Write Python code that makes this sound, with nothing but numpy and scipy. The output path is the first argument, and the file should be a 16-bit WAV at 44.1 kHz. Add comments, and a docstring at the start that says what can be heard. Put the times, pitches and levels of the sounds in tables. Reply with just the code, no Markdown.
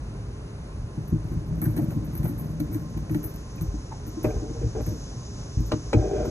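"""Backyard swing set

A timber swing set, heard in stereo from a camera resting on a neighbouring swing. Distant rumble and a swelling
hiss of insects are filtered noise. Steel chains, struck as damped modes, clink and bump the dull, boomy frame as
someone brushes past one swing and sits down on another; then the loaded hangers clack and grind, as slips excite
resonances.
"""
import sys
import numpy as np
from scipy import signal
from scipy.fft import rfft, irfft, next_fast_len
from scipy.io import wavfile
from scipy.ndimage import map_coordinates

SR = 44100
rng = np.random.default_rng(int(sys.argv[2]) if len(sys.argv) > 2 else 0)


def transcribe(u):
    """Save the signal u as a 16-bit wav file named by the first command-line argument.

    u: samples, shape (n,) or (channels, n), limited to [-1, 1]; the rate is SR.
    q: integer samples, one column per channel.
    """
    v = np.clip(np.atleast_2d(u).T, -1, 1)
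    q = np.round(v * 32767).astype(np.int16)
    wavfile.write(sys.argv[1], SR, q)


N = 278226
T = np.arange(N) / SR

# Rumble across the yard. Each row: frequency in Hz, relative density in dB per Hz.
YARD_SPECTRUM = [(20, -10), (35, -6), (55, 4), (80, -4.5), (115, 0), (200, -11.5), (420, -19), (750, -25.5),
                 (1100, -28.5), (2200, -36.5), (3000, -40), (6300, -42.5), (8200, -53), (10000, -42.5),
                 (13000, -66)]
# Insects. Each row: frequency in Hz, relative density in dB per Hz.
INSECT_SPECTRUM = [(1500, -96), (2600, -8.5), (3500, -3.5), (4500, -6), (5100, 3), (6400, 5), (6900, 1),
                   (7500, -10.5), (9000, -18), (12000, -59)]
# Left-right likeness of the hisses. Each row: frequency in Hz, correlation from 0 to 1.
STEREO_LIKENESS = [(60, .999), (300, 1), (650, 0.76), (1000, 0.033), (2200, 0.43), (3400, 0.97),
                   (4100, 0.4), (5500, 1), (6800, 0.97), (10000, 1)]
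# Chains jostling the seat. Each row: time in seconds, relative level in dB.
SWAY = [(0.8, -51), (1.17, -37.5), (1.57, -33.5), (1.81, -23.5), (1.98, -30), (3.17, -36), (3.34, -59),
        (3.6, -39)]
# Modes of the frame and seat. Each row: frequency in Hz, relative level in dB, T60 in seconds.
FRAME_MODES = [(52.2, -11, 0.58), (71, 1, 0.11), (112.4, -0.5, 0.19), (157.1, 1.5, 0.15),
               (227.4, -3, 0.099), (300.8, 0, 0.15), (324.5, -3.5, 0.15), (464, -27, 0.088),
               (590, -18, 0.045)]
# Bumps against the frame. Each row: time in seconds, relative level in dB, hardness in dB per octave.
FRAME_BUMPS = [(0.977, -24.5, -1.5), (1.127, -13, 1.5), (1.247, -24.5, -7.5), (1.316, -23.5, -1),
               (1.362, -22, -10), (1.512, -21, -8.5), (1.663, -16, -0.5), (1.774, -24.5, 14.5),
               (1.921, -30, -6), (1.964, -19, 1), (2.192, -21, -5), (2.246, -20.5, -5), (2.296, -22, 2.5),
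               (2.602, -32, 17.5), (2.689, -35, 12.5), (2.756, -31.5, 14), (2.967, -23, -1),
               (3.106, -21, 4), (3.153, -22.5, 13.5), (3.614, -24.5, -6.5), (3.683, -30.5, -18),
               (3.736, -28, 5), (4.168, -31.5, 12.5), (4.256, -14.5, 0.5), (4.419, -33, 12.5),
               (4.361, -26, -12.5), (4.498, -23.5, 0.5), (4.636, -19.5, -9.5), (4.66, -23, -5),
               (4.799, -21, -2.5), (4.879, -19.5, -6), (4.922, -20, -1.5), (5.573, -16, -8),
               (5.601, -16, -7), (5.733, -16, 4), (5.941, -10.5, 3), (5.967, -16.5, -13.5),
               (6.269, -21.5, 0.5)]
# Chain links striking. Each row: time in seconds, relative level in dB, kind of link ("long" or "short").
LINK_STRIKES = [(1.077, -47.5, "long"), (1.32, -49, "long"), (1.555, -52, "long"), (1.617, -27.5, "long"),
                (1.624, -37, "long"), (1.646, -35.5, "long"), (1.659, -41, "long"),
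                (1.7637, -29.5, "short"), (1.78, -39.5, "short"), (1.819, -43, "long"),
                (1.908, -40, "short"), (2.045, -47.5, "long"), (2.132, -50, "long"), (2.152, -34, "long"),
                (2.232, -34, "short"), (2.244, -41, "long"), (2.263, -37, "long"), (2.277, -45, "short"),
                (2.286, -41, "long"), (2.38, -38.5, "long"), (2.395, -42, "long"), (2.46, -53, "long"),
                (2.494, -51, "long"), (2.597, -37.5, "short"), (2.636, -59, "short"),
                (2.716, -39.5, "short"), (2.727, -37, "short"), (2.746, -33, "short"),
                (2.972, -49, "short"), (3.095, -46, "long"), (3.112, -40, "long"), (3.148, -35, "short"),
                (3.23, -39.5, "long"), (3.24, -36.5, "long"), (3.339, -43.5, "long"), (3.557, -45, "short"),
                (3.611, -34.5, "short"), (4.067, -35.5, "short"), (4.231, -39.5, "long"),
                (4.252, -55, "long"), (4.817, -50, "long"), (4.863, -34, "long"), (5.603, -54, "long"),
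                (5.659, -48, "short"), (6.253, -42, "short")]
# Modes of the two kinds of link. Each row: frequency in Hz, relative level in dB, T60 in seconds.
LONG_LINK_MODES = [(11480, 0, .025), (11670, 0, .15), (12400, 3, .02), (12580, 3, .08), (13520, -5, .06)]
SHORT_LINK_MODES = [(11900, 0, .11), (12880, -2, .07), (13200, 1, .012), (13880, -3, .06),
                    (15000, -8, .015)]
# Dull clatter of the links. Each row: frequency in Hz, relative density in dB per Hz.
CLATTER_SPECTRUM = [(400, 18.5), (900, 14), (1600, 12), (2300, 12), (3200, -44), (6500, -19), (9000, 9),
                    (12000, -21)]
# A slack chain snaps taut. Each row: time in seconds, relative level of the bright tick in dB, of the knock in dB.
CHAIN_SNAPS = [(1.617, -46, -60), (1.624, -48, -49), (1.656, -44, -51), (1.766, -46, -52),
               (1.776, -41, -36.5), (1.906, -47, -43), (2.153, -52, -47), (2.231, -47, -46),
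               (2.255, -49, -43), (2.29, -46, -53), (2.601, -38, -38.5), (2.745, -41.5, -56),
               (2.974, -48, -43), (3.096, -49, -40), (3.146, -41, -34), (3.24, -45, -45), (3.611, -44, -46),
               (4.866, -51, -41)]
# Colour of a snap's tick and knock. Each row: frequency in Hz, gain in dB.
TICK_COLOUR = [(1500, -30), (3300, -6), (4000, 7), (5000, -4), (6500, 4), (8000, -17), (9500, 1),
               (12000, 2), (13500, -7), (15000, -26)]
KNOCK_COLOUR = [(300, 8), (700, 8.5), (1100, -13.5), (1600, 2), (2300, 1.5), (3200, -9), (6000, -46)]
# Brief squeaks of the joints. Each row: time in seconds, relative level in dB, pitch in Hz.
JOINT_SQUEAKS = [(1.658, -42, 1590), (1.795, -35.5, 610), (1.922, -39, 591), (2.259, -33, 567),
                 (3.586, -49.5, 2450), (3.925, -37, 870)]
# The hanger slips under load, often several times in a row.
# Each row: time in seconds, relative level in dB, then crack, hook and bracket in dB relative to it.
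HANGER_SLIPS = [(4.2419, -16.5, -16, -31, -30), (4.2448, -12.5, -14.5, -19, -28),
                (4.2528, -18.5, -15, -27, -28), (4.304, -27, -20, -15, -24), (4.397, -36, -6, -30, -25),
                (4.755, -37, -28, -34, -33), (4.765, -31, -18, -30, -28), (4.785, -40, -14, -18, -24),
                (4.806, -26, -8, -24, -24), (5.7154, -21, -5.5, -24, -13), (5.7191, -18, -4, -28, 0.5),
                (5.724, -23, -12, -28, -17), (5.735, -22.5, -9, -32, -16), (5.9291, -18, -7, -24, -13),
                (5.931, -14.5, -6.5, -14.5, -7), (5.9383, -10, -21, -25, -32),
                (5.9442, -13.5, -26, -34, -30), (6.253, -24, -7, -29, -12)]
# The hanger on its beam. Each row: frequency in Hz, width in Hz before any added damping, relative level in dB.
HANGER_MODES = [(307, 34.7, 2.5), (397, 44.5, 1), (462.2, 18, 4.5), (607, 12.4, 1), (676, 6.7, -60),
                (808, 11, -32), (1086, 28, -33), (1280, 28, -40.5), (1387, 22, -40), (1590, 70, -25),
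                (2040, 170, -39), (2500, 39, -44)]
# The hanger's steel bracket. Each row: frequency in Hz, width in Hz, relative level in dB.
BRACKET_MODES = [(2220, 160, -3.5), (2890, 150, 1.5), (4060, 420, 1), (5660, 96, -5), (6100, 120, -9.5)]
# Colour of a slip's crack. Each row: frequency in Hz, gain in dB.
CRACK_COLOUR = [(200, 15), (600, 20.5), (1400, 14.5), (1900, 4), (2700, -3), (3400, -2), (6000, -5),
                (8000, -9), (14000, -34)]
# The hanger grinds. Each row: start in seconds, length in seconds, relative level in dB, swell in dB per second,
# slip rate at the start in Hz, slip rate at the end in Hz, rasp in dB relative to the groan.
HANGER_CREAKS = [(4.259, 0.051, -30.5, -30, 401.2, 457, -19), (4.262, 0.046, -33, -120, 603.6, 605, -10),
                 (4.34, 0.037, -33.5, -60, 451, 423, -20), (4.404, 0.094, -39.5, -10, 407.6, 443, -16),
                 (4.55, 0.024, -37.5, -40, 450.4, 450, -16), (4.616, 0.014, -33, 200, 422, 475, -28),
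                 (4.754, 0.041, -28, -88, 401, 566, -17.5), (4.875, 0.068, -41, -3, 596.4, 449, -25),
                 (5.965, 0.14, -36.5, 8, 590, 602, -7), (5.987, 0.028, -26.5, -1, 311.8, 324, -27),
                 (6.041, 0.041, -28, 5, 440.3, 387, -23), (6.111, 0.0303, -28.5, 170, 350.4, 407, -17.5),
                 (6.146, 0.1, -29, -17, 463, 427, -22), (6.159, 0.072, -28.5, -21, 599.2, 602.4, -11),
                 (6.26, 0.035, -28.5, -60, 338.4, 296, -24)]
# Phase between the microphones, for the chains and yard, then for the top beam.
# Each row: frequency in Hz, radians by which the left leads.
CHAIN_AND_YARD_PHASE = [(20, 0), (250, -.3), (800, -1.3), (1500, -.5), (2100, -3.4), (2500, -4),
                        (3500, -3.15), (5400, -2.1), (6400, -.2), (8200, -.3), (9000, -1.2), (11700, -2.2),
                        (12700, -2.5), (14800, -2.9)]
BEAM_PHASE = [(20, 0), (250, -.55), (750, -.8), (1400, .3), (2000, .7), (2450, 1.7), (3700, 3.1),
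              (5400, 4.1), (6400, 6.2), (8200, 6), (11700, 3.85)]

INSECTS_FIRST_DB, INSECTS_FULL_DB = -65.5, -50  # the chorus swells from one level towards the other
INSECTS_MIDWAY_S, INSECTS_SWELL_S = 3.32, 1.44
SOFT_TUG_HZ = 3450  # the jostling tugs are soft: their treble falls away from here
STIR_PER_S, STIR_DB = 17, -36  # faint touches of the swaying links, relative to the sway
TUG_DB, TUG_HARDNESS, TUG_DELAY_S = 7, 2, 0.0049  # each link strike tugs at the frame
BUMP_HZ, BUMP_FOCUS_DB = 149.7, 5.5  # a blow is strongest here, and this much weaker an octave away
SEATED_S, SEAT_HZ, SEATED_DB = 3.9, 156, -10.5  # from then on the sitter's weight muffles the seat's modes
# The next links clash briefly after a strike; T60 is a fade on top of their own decay
NEIGHBOUR_DB, NEIGHBOUR_LAG_S, NEIGHBOUR_DETUNE, NEIGHBOUR_T60_S = -8, 0.028, 0.0213, 0.052
SNAP_T60_S, KNOCK_T60_S, SNAP_GRAINS_PER_S = .035, 0.027, 1500
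CLACK_DAMPING, CRACK_T60_S = 1.7, 0.044  # a hard slip widens the hanger's modes; life of its crack
CRACK_GRAINS_PER_S = 3000  # a crack is a spray of tiny slips
HOOK_HZ, HOOK_WIDTH_HZ = 2430, 75
HOOK_RISE_S, HOOK_T60_S = 0.0024, 0.054  # the steel hook takes up a slip and is soon damped by the load
HOOK_GRIND_DB = -33.5  # the hook also sings faintly under every creak
CREAK_ATTACK_S, CREAK_RELEASE_DB_PER_S = 0.0032, 418
SLIP_JITTER, CHATTER_DB = 0.163, -7  # uneven gaps between slips; micro-slips beside the regular ones
RASP_HZ, RASP_WIDTH_HZ = 739, 78  # each of two passes that shape the rasp of the rubbing faces
JUDDER_HZ, JUDDER_DB = 45.3, 2  # mean rate of the uneven surges, and their depth in the rasp
ECHO_DB, ECHO_T60_S = -10, 0.11  # scatter from the beams and the playhouse
TOP_HZ = 15272  # the camera's band limit


def amp(db):
    """Decibels to gain."""
    return 10 ** (np.asarray(db) / 20)


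def unit(x):
    """Scale to rms 1."""
    return x / np.sqrt(np.mean(x ** 2) + 1e-20)


def along(points, hz):
    """Interpolate (Hz, value) points on a log frequency axis."""
    f, v = np.transpose(points)
    return np.interp(np.log(hz + 1), np.log(f + 1), v)


def swell(rows):
    """Gain per sample from (s, dB) rows, fading out beyond their ends."""
    s, db = np.transpose(rows)
    outside = np.maximum(s[0] - T, 0) + np.maximum(T - s[-1], 0)
    return amp(np.interp(T, s, db) - 600 * outside)


def wobble(rate):
    """A smooth random curve, rate knots a second."""
    knots = rng.standard_normal(int(N * rate / SR) + 4)
    return map_coordinates(knots, [T * rate])


def filtered(x, response):
    """Multiply the spectrum of x by a (possibly complex) response of frequency."""
    m = next_fast_len(x.shape[-1] + SR // 2)
    spectrum = rfft(x, m) * response(np.fft.rfftfreq(m, 1 / SR))
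    return irfft(spectrum, m)[..., :x.shape[-1]]


def shaped(x, colour):
    """Colour x by (Hz, dB) points, keeping its power."""
    power = np.mean(x ** 2)
    return unit(filtered(x, lambda hz: amp(along(colour, hz)))) * np.sqrt(power)


def add(track, s, sound):
    """Mix a sound into a track at time s."""
    part = track[round(s * SR):][:len(sound)]
    part += sound[:len(part)]


def hiss(spectrum):
    """Stereo noise of rms 1; mid and side are mixed so that left-right likeness follows frequency."""
    turn = lambda hz: np.arccos(np.clip(along(STEREO_LIKENESS, hz), 0, 1)) / 2
    shape = lambda hz: amp(along(spectrum, hz)) * [np.cos(turn(hz)), np.sin(turn(hz))]
    mid, side = filtered(rng.standard_normal((2, N)), shape)
    return unit(np.array([mid + side, mid - side]))


def contacts(rate, scatter_db, size=N):
    """Irregular impulses of uneven strength and either sign."""
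    hits = rng.random(size) < rate / SR
    return hits * amp(scatter_db * rng.standard_normal(size)) * rng.choice([-1, 1], size)


def grains(rate, size=N):
    """A dense spray of unevenly spaced impulses, rms 1."""
    count = int(size * rate / SR)
    at = ((np.arange(count) + rng.random(count)) * (size - 1) / count).astype(int)
    strength = amp(3 * rng.standard_normal(count)) * rng.choice([-1, 1], count)
    return unit(np.bincount(at, strength, size))


def resonate(x, modes):
    """Pass a force through parallel (Hz, width, dB) resonances of alternating sign."""
    def response(f):
        return sum((-1) ** k * amp(db) * 1j * f * w / (c * c - f * f + 1j * f * w)
                   for k, (c, w, db) in enumerate(modes))
    return filtered(x, response)


def ring(modes, t, detune, scatter_db):
    """Damped (Hz, dB, T60) modes, struck a little differently each time."""
    hz, db, t60 = np.transpose(modes)[:, :, None]
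    pitch, size = rng.standard_normal((2, len(modes), 1))
    phase = 2 * np.pi * rng.random((len(modes), 1))
    decay = amp(db + scatter_db * size - 60 * t / t60)
    return np.sum(decay * np.sin(2 * np.pi * hz * (1 + detune * pitch) * t + phase), 0)


def link_modes(kind):
    """The modes of a long or short chain link."""
    return LONG_LINK_MODES if kind == "long" else SHORT_LINK_MODES


def yard():
    """Steady outdoor rumble with an uneven bass, a faint far hum, and insects that slowly grow louder."""
    air = amp(-35.0) * hiss(YARD_SPECTRUM)
    bass = filtered(air, lambda hz: 1 / (1 + (hz / 150) ** 4))
    rumble = air * amp(.6 * wobble(7)) + bass * (amp(1.5 * wobble(12)) - 1)
    hum = amp(-54.5) * unit(resonate(rng.standard_normal(N), [(407.0, 4.1, -3.5), (1050, 9.3, -15)]))
    joined = (1 + np.tanh((T - INSECTS_MIDWAY_S) / INSECTS_SWELL_S)) / 2
    chorus_db = INSECTS_FIRST_DB + (INSECTS_FULL_DB - INSECTS_FIRST_DB) * joined
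    insects = amp(chorus_db + 1.06 * wobble(27)) * hiss(INSECT_SPECTRUM)
    return rumble + hum + insects


def jostle():
    """Many small tugs of the swaying chains keep the frame's resonances murmuring."""
    tilt = [(60, -19.5), (130, 12.5), (330, 1.5), (420, 4.0)]
    # a mode's width follows from its T60
    modes = [(hz, np.log(1000) / (np.pi * t60), db + along(tilt, hz)) for hz, db, t60 in FRAME_MODES]
    tugs = contacts(rate=200, scatter_db=2)
    murmur = filtered(resonate(tugs, modes), lambda hz: 1 / (1 + (hz / SOFT_TUG_HZ) ** 2))
    return amp(-3) * swell(SWAY) * unit(murmur)


def stir():
    """Swaying links touch lightly and keep their longest mode faintly ringing between the strikes."""
    hz, db, t60 = LONG_LINK_MODES[1]
    t = np.arange(SR // 4) / SR
    touches = contacts(rate=STIR_PER_S, scatter_db=3)
    ping = np.sin(2 * np.pi * hz * t) * amp(-60 * t / t60)
    tone = signal.fftconvolve(touches, ping)[:N]
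    return amp(STIR_DB) * swell(SWAY) * unit(tone)


def bumps():
    """Bumps and chain tugs ring the frame; soft blows stir its lowest modes, hard ones its upper modes."""
    out, t = np.zeros(N), np.arange(SR // 2) / SR
    tugs = [(s + TUG_DELAY_S, db + TUG_DB, TUG_HARDNESS) for s, db, kind in LINK_STRIKES]
    hz, level, t60 = np.transpose(FRAME_MODES)
    octaves = np.clip(np.log2(hz / BUMP_HZ), -1.2, 1.1)
    for s, db, hardness in tugs + FRAME_BUMPS:
        muffled_db = SEATED_DB * (s > SEATED_S) * np.exp(-(np.log2(hz / SEAT_HZ) / 0.24) ** 2)
        blow_db = hardness * octaves - BUMP_FOCUS_DB * octaves ** 2
        modes = np.column_stack([hz, level + muffled_db + blow_db, t60])
        blow = ring(modes, t, detune=.025, scatter_db=1)
        onset = 1 - np.exp(-t / 0.0076)
        add(out, s - .003, amp(db + 1.0) * blow * onset)
    return out


def chains():
    """A link strikes its neighbour and chatters against it; each rings differently near the top of hearing."""
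    links, chatter, t = np.zeros(N), np.zeros(N), np.arange(SR // 3) / SR
    for s, db, kind in LINK_STRIKES:
        settle = amp(db - 19.0) * (amp(-60 * t / 0.044) + amp(-8.5 - 60 * t / 0.34))
        force = settle * contacts(rate=800, scatter_db=3, size=len(t))
        force[0] = amp(db - 8)  # the first strike, ahead of the chatter
        add(links, s, signal.fftconvolve(force, ring(link_modes(kind), t, detune=.004, scatter_db=3.5)))
        add(chatter, s, settle)
    colour = [(6000, -2), (10500, -7.0), (11500, 1.5), (14000, -13.5), (15000, -8)]
    tone = filtered(links, lambda hz: amp(along(colour, hz)))
    return amp(1.5) * tone + amp(4.5) * chatter * hiss(CLATTER_SPECTRUM)


def neighbours():
    """A struck link knocks the next ones, held too tight to ring for long: each strike becomes a cluster."""
    out, t = np.zeros(N), np.arange(SR // 12) / SR
    for s, db, kind in LINK_STRIKES:
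        for lag, size in zip(rng.random(4), rng.standard_normal(4)):
            clash = ring(link_modes(kind), t, detune=NEIGHBOUR_DETUNE, scatter_db=8.5)
            gain = amp(db + NEIGHBOUR_DB + 1.7 * size - 60 * t / NEIGHBOUR_T60_S)
            add(out, s + lag * NEIGHBOUR_LAG_S, gain * clash)
    colour = [(6000, -23), (11000, -11.0), (12000, -7.5), (13500, -13), (15000, -23)]
    return filtered(out, lambda hz: amp(along(colour, hz)))


def snaps():
    """A chain pulled taut gives a dry, gritty tick and a knock in its fittings, both decaying grain sprays."""
    (tick, knock), t = np.zeros((2, N)), np.arange(SR // 10) / SR
    for s, tick_db, knock_db in CHAIN_SNAPS:
        add(tick, s, amp(tick_db - 60 * t / SNAP_T60_S) * grains(SNAP_GRAINS_PER_S, size=len(t)))
        add(knock, s, amp(knock_db - 60 * t / KNOCK_T60_S) * grains(SNAP_GRAINS_PER_S, size=len(t)))
    return amp(-2) * shaped(tick, TICK_COLOUR) + amp(2.5) * shaped(knock, KNOCK_COLOUR)


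def squeaks():
    """A joint sings roughly for a few hundredths of a second as it shifts."""
    out, t = np.zeros(N), np.arange(SR // 10) / SR
    middle = t[-1] / 2
    for s, db, hz in JOINT_SQUEAKS:
        drift = np.cumsum(rng.standard_normal(len(t))) * .11
        envelope = np.exp(-((t - middle) / 0.01) ** 2)
        add(out, s - middle, amp(db - 1.5) * envelope * np.sin(2 * np.pi * hz * t + drift))
    return out


def hook_tone():
    """The hook's rough ring: rubbing keeps jolting its phase."""
    drift = np.cumsum(rng.standard_normal(N)) * np.sqrt(2 * np.pi * HOOK_WIDTH_HZ / SR)
    return np.sin(2 * np.pi * HOOK_HZ * T + drift)


def clacks():
    """Each slip kicks the hanger's resonances, rings its hook, rattles its bracket and sprays a grainy crack."""
    (kicks, spray, rattle, hook), t = np.zeros((4, N)), np.arange(SR // 4) / SR
    lead_in = .001  # seconds
    burst = (1 - np.exp(-(t / lead_in) ** 2)) * amp(-60 * t / CRACK_T60_S)
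    hook_rise = 1 - np.exp(-(t / HOOK_RISE_S) ** 2)
    for s, db, crack_db, hook_db, bracket_db in HANGER_SLIPS:
        add(kicks, s, amp([db + 36.5]))  # a single-sample force
        add(hook, s, amp(db + hook_db - 60 * t / HOOK_T60_S) * hook_rise)
        add(spray, s - lead_in, amp(db + crack_db) * burst)
        add(rattle, s - lead_in, amp(db + bracket_db) * burst)
    body = resonate(kicks, [(hz, width * CLACK_DAMPING, db) for hz, width, db in HANGER_MODES])
    bracket = resonate(rattle * grains(CRACK_GRAINS_PER_S), BRACKET_MODES)
    crack = shaped(spray * grains(CRACK_GRAINS_PER_S), CRACK_COLOUR)
    return body + hook * hook_tone() + amp(-1) * bracket + amp(-4.5) * crack


def stroke(t, length, db, swell_db_per_s):
    """Gain of one creak: it catches quickly, swells or sags while the swing moves, and lets go."""
    release_db = CREAK_RELEASE_DB_PER_S * np.maximum(t - length, 0)
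    held_db = db + swell_db_per_s * np.clip(t, 0, length) - release_db
    return amp(held_db) * np.clip(1 + t / CREAK_ATTACK_S, 0, 1)


def grind():
    """The stick-slip rate glides across the hanger's resonances; the faces rasp in surges and shake the frame."""
    (groan, rasp, pressure), t = np.zeros((3, N)), np.arange(-SR // 20, SR // 4) / SR
    face = [(RASP_HZ, RASP_WIDTH_HZ, 0)]
    tilt = [(190, -19), (295, 5.5), (600, 4.5), (1600, 7.5), (2500, 6), (3300, 17.0), (9000, -20)]
    colour = lambda hz: amp(along(tilt, hz))
    for start, length, db, swell_db_per_s, first_hz, last_hz, rasp_db in HANGER_CREAKS:
        gap, size = rng.standard_normal((2, 400))
        cycles = np.cumsum(np.interp(t, [0, length], [first_hz, last_hz])) / SR
        # a slip falls about once a cycle, unevenly
        slip_at = np.searchsorted(cycles, np.cumsum(np.exp(SLIP_JITTER * gap)))
        slips = np.bincount(slip_at, amp(1.2 * size), len(t))[:len(t)]
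        slips = unit(slips) + amp(CHATTER_DB) * grains(CRACK_GRAINS_PER_S, size=len(t))
        gain = stroke(t, length, db, swell_db_per_s)
        # apply the gain and give every creak the energy of its gain curve
        pressed = lambda x: x * gain * np.linalg.norm(gain) / np.linalg.norm(x * gain)
        add(groan, start + t[0], pressed(filtered(resonate(slips, HANGER_MODES), colour)))
        add(rasp, start + t[0], amp(rasp_db) * pressed(resonate(resonate(slips, face), face)))
        add(pressure, start + t[0], gain)
    surge = np.sin(2 * np.pi * JUDDER_HZ * T + 1.5 * wobble(25))
    rubbing = groan * amp(1.5 * surge) + rasp * amp(JUDDER_DB * surge)
    jolts = contacts(rate=410, scatter_db=2.5)
    shudder = unit(resonate(jolts, [(49.6, 15, -9), (100.0, 19.0, 2.5), (230, 31.0, 0.0)]))
    singing = amp(HOOK_GRIND_DB) * pressure * hook_tone()
    return singing + amp(-1.5) * rubbing + amp(-26.0) * np.sqrt(pressure) * shudder


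def echoes(x):
    """Nearby timbers scatter a brief tail, different on each side; the bass passes around them."""
    t = np.arange(SR // 5) / SR
    tail = rng.standard_normal((2, len(t))) * amp(-60 * t / ECHO_T60_S)
    wet = signal.fftconvolve(x, tail / np.linalg.norm(tail[0]), axes=1)[:, :N]
    wet = filtered(wet, lambda hz: hz ** 2 / (hz ** 2 + 350 ** 2))
    colour = [(250, -22), (900, 11), (2500, 0), (11000, -2.0)]
    return amp(ECHO_DB) * filtered(wet, lambda hz: amp(along(colour, hz)))


def scene():
    """The frame's low ring leans to the left; the microphone pair turns the phase of all direct sound."""
    tilt = [(50, 0.31), (450, 2.2), (1100, 0.63)]  # left over right: Hz, dB
    lean = lambda hz: amp(along(tilt, hz) * np.array([[.5], [-.5]]))
    pair = lambda phases: lambda hz: np.exp(.5j * along(phases, hz) * np.array([[1], [-1]]))
    background = yard()
    structure = jostle() + bumps() + squeaks() + clacks() + grind()
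    links = stir() + chains() + neighbours() + snaps()  # stereo, from the clatter
    overhead = filtered(filtered(structure, lean), pair(BEAM_PHASE))
    beside = filtered(links + background, pair(CHAIN_AND_YARD_PHASE))
    return overhead + beside + echoes(structure + links)


def record(dry):
    """The camera weakens the deepest bass and drops everything above its band limit."""
    bass = [(15, -10), (28, -5.0), (40, 0.5)]
    return filtered(dry, lambda hz: (hz < TOP_HZ) * amp(along(bass, hz)))


dry = scene()
out = record(dry)
transcribe(out)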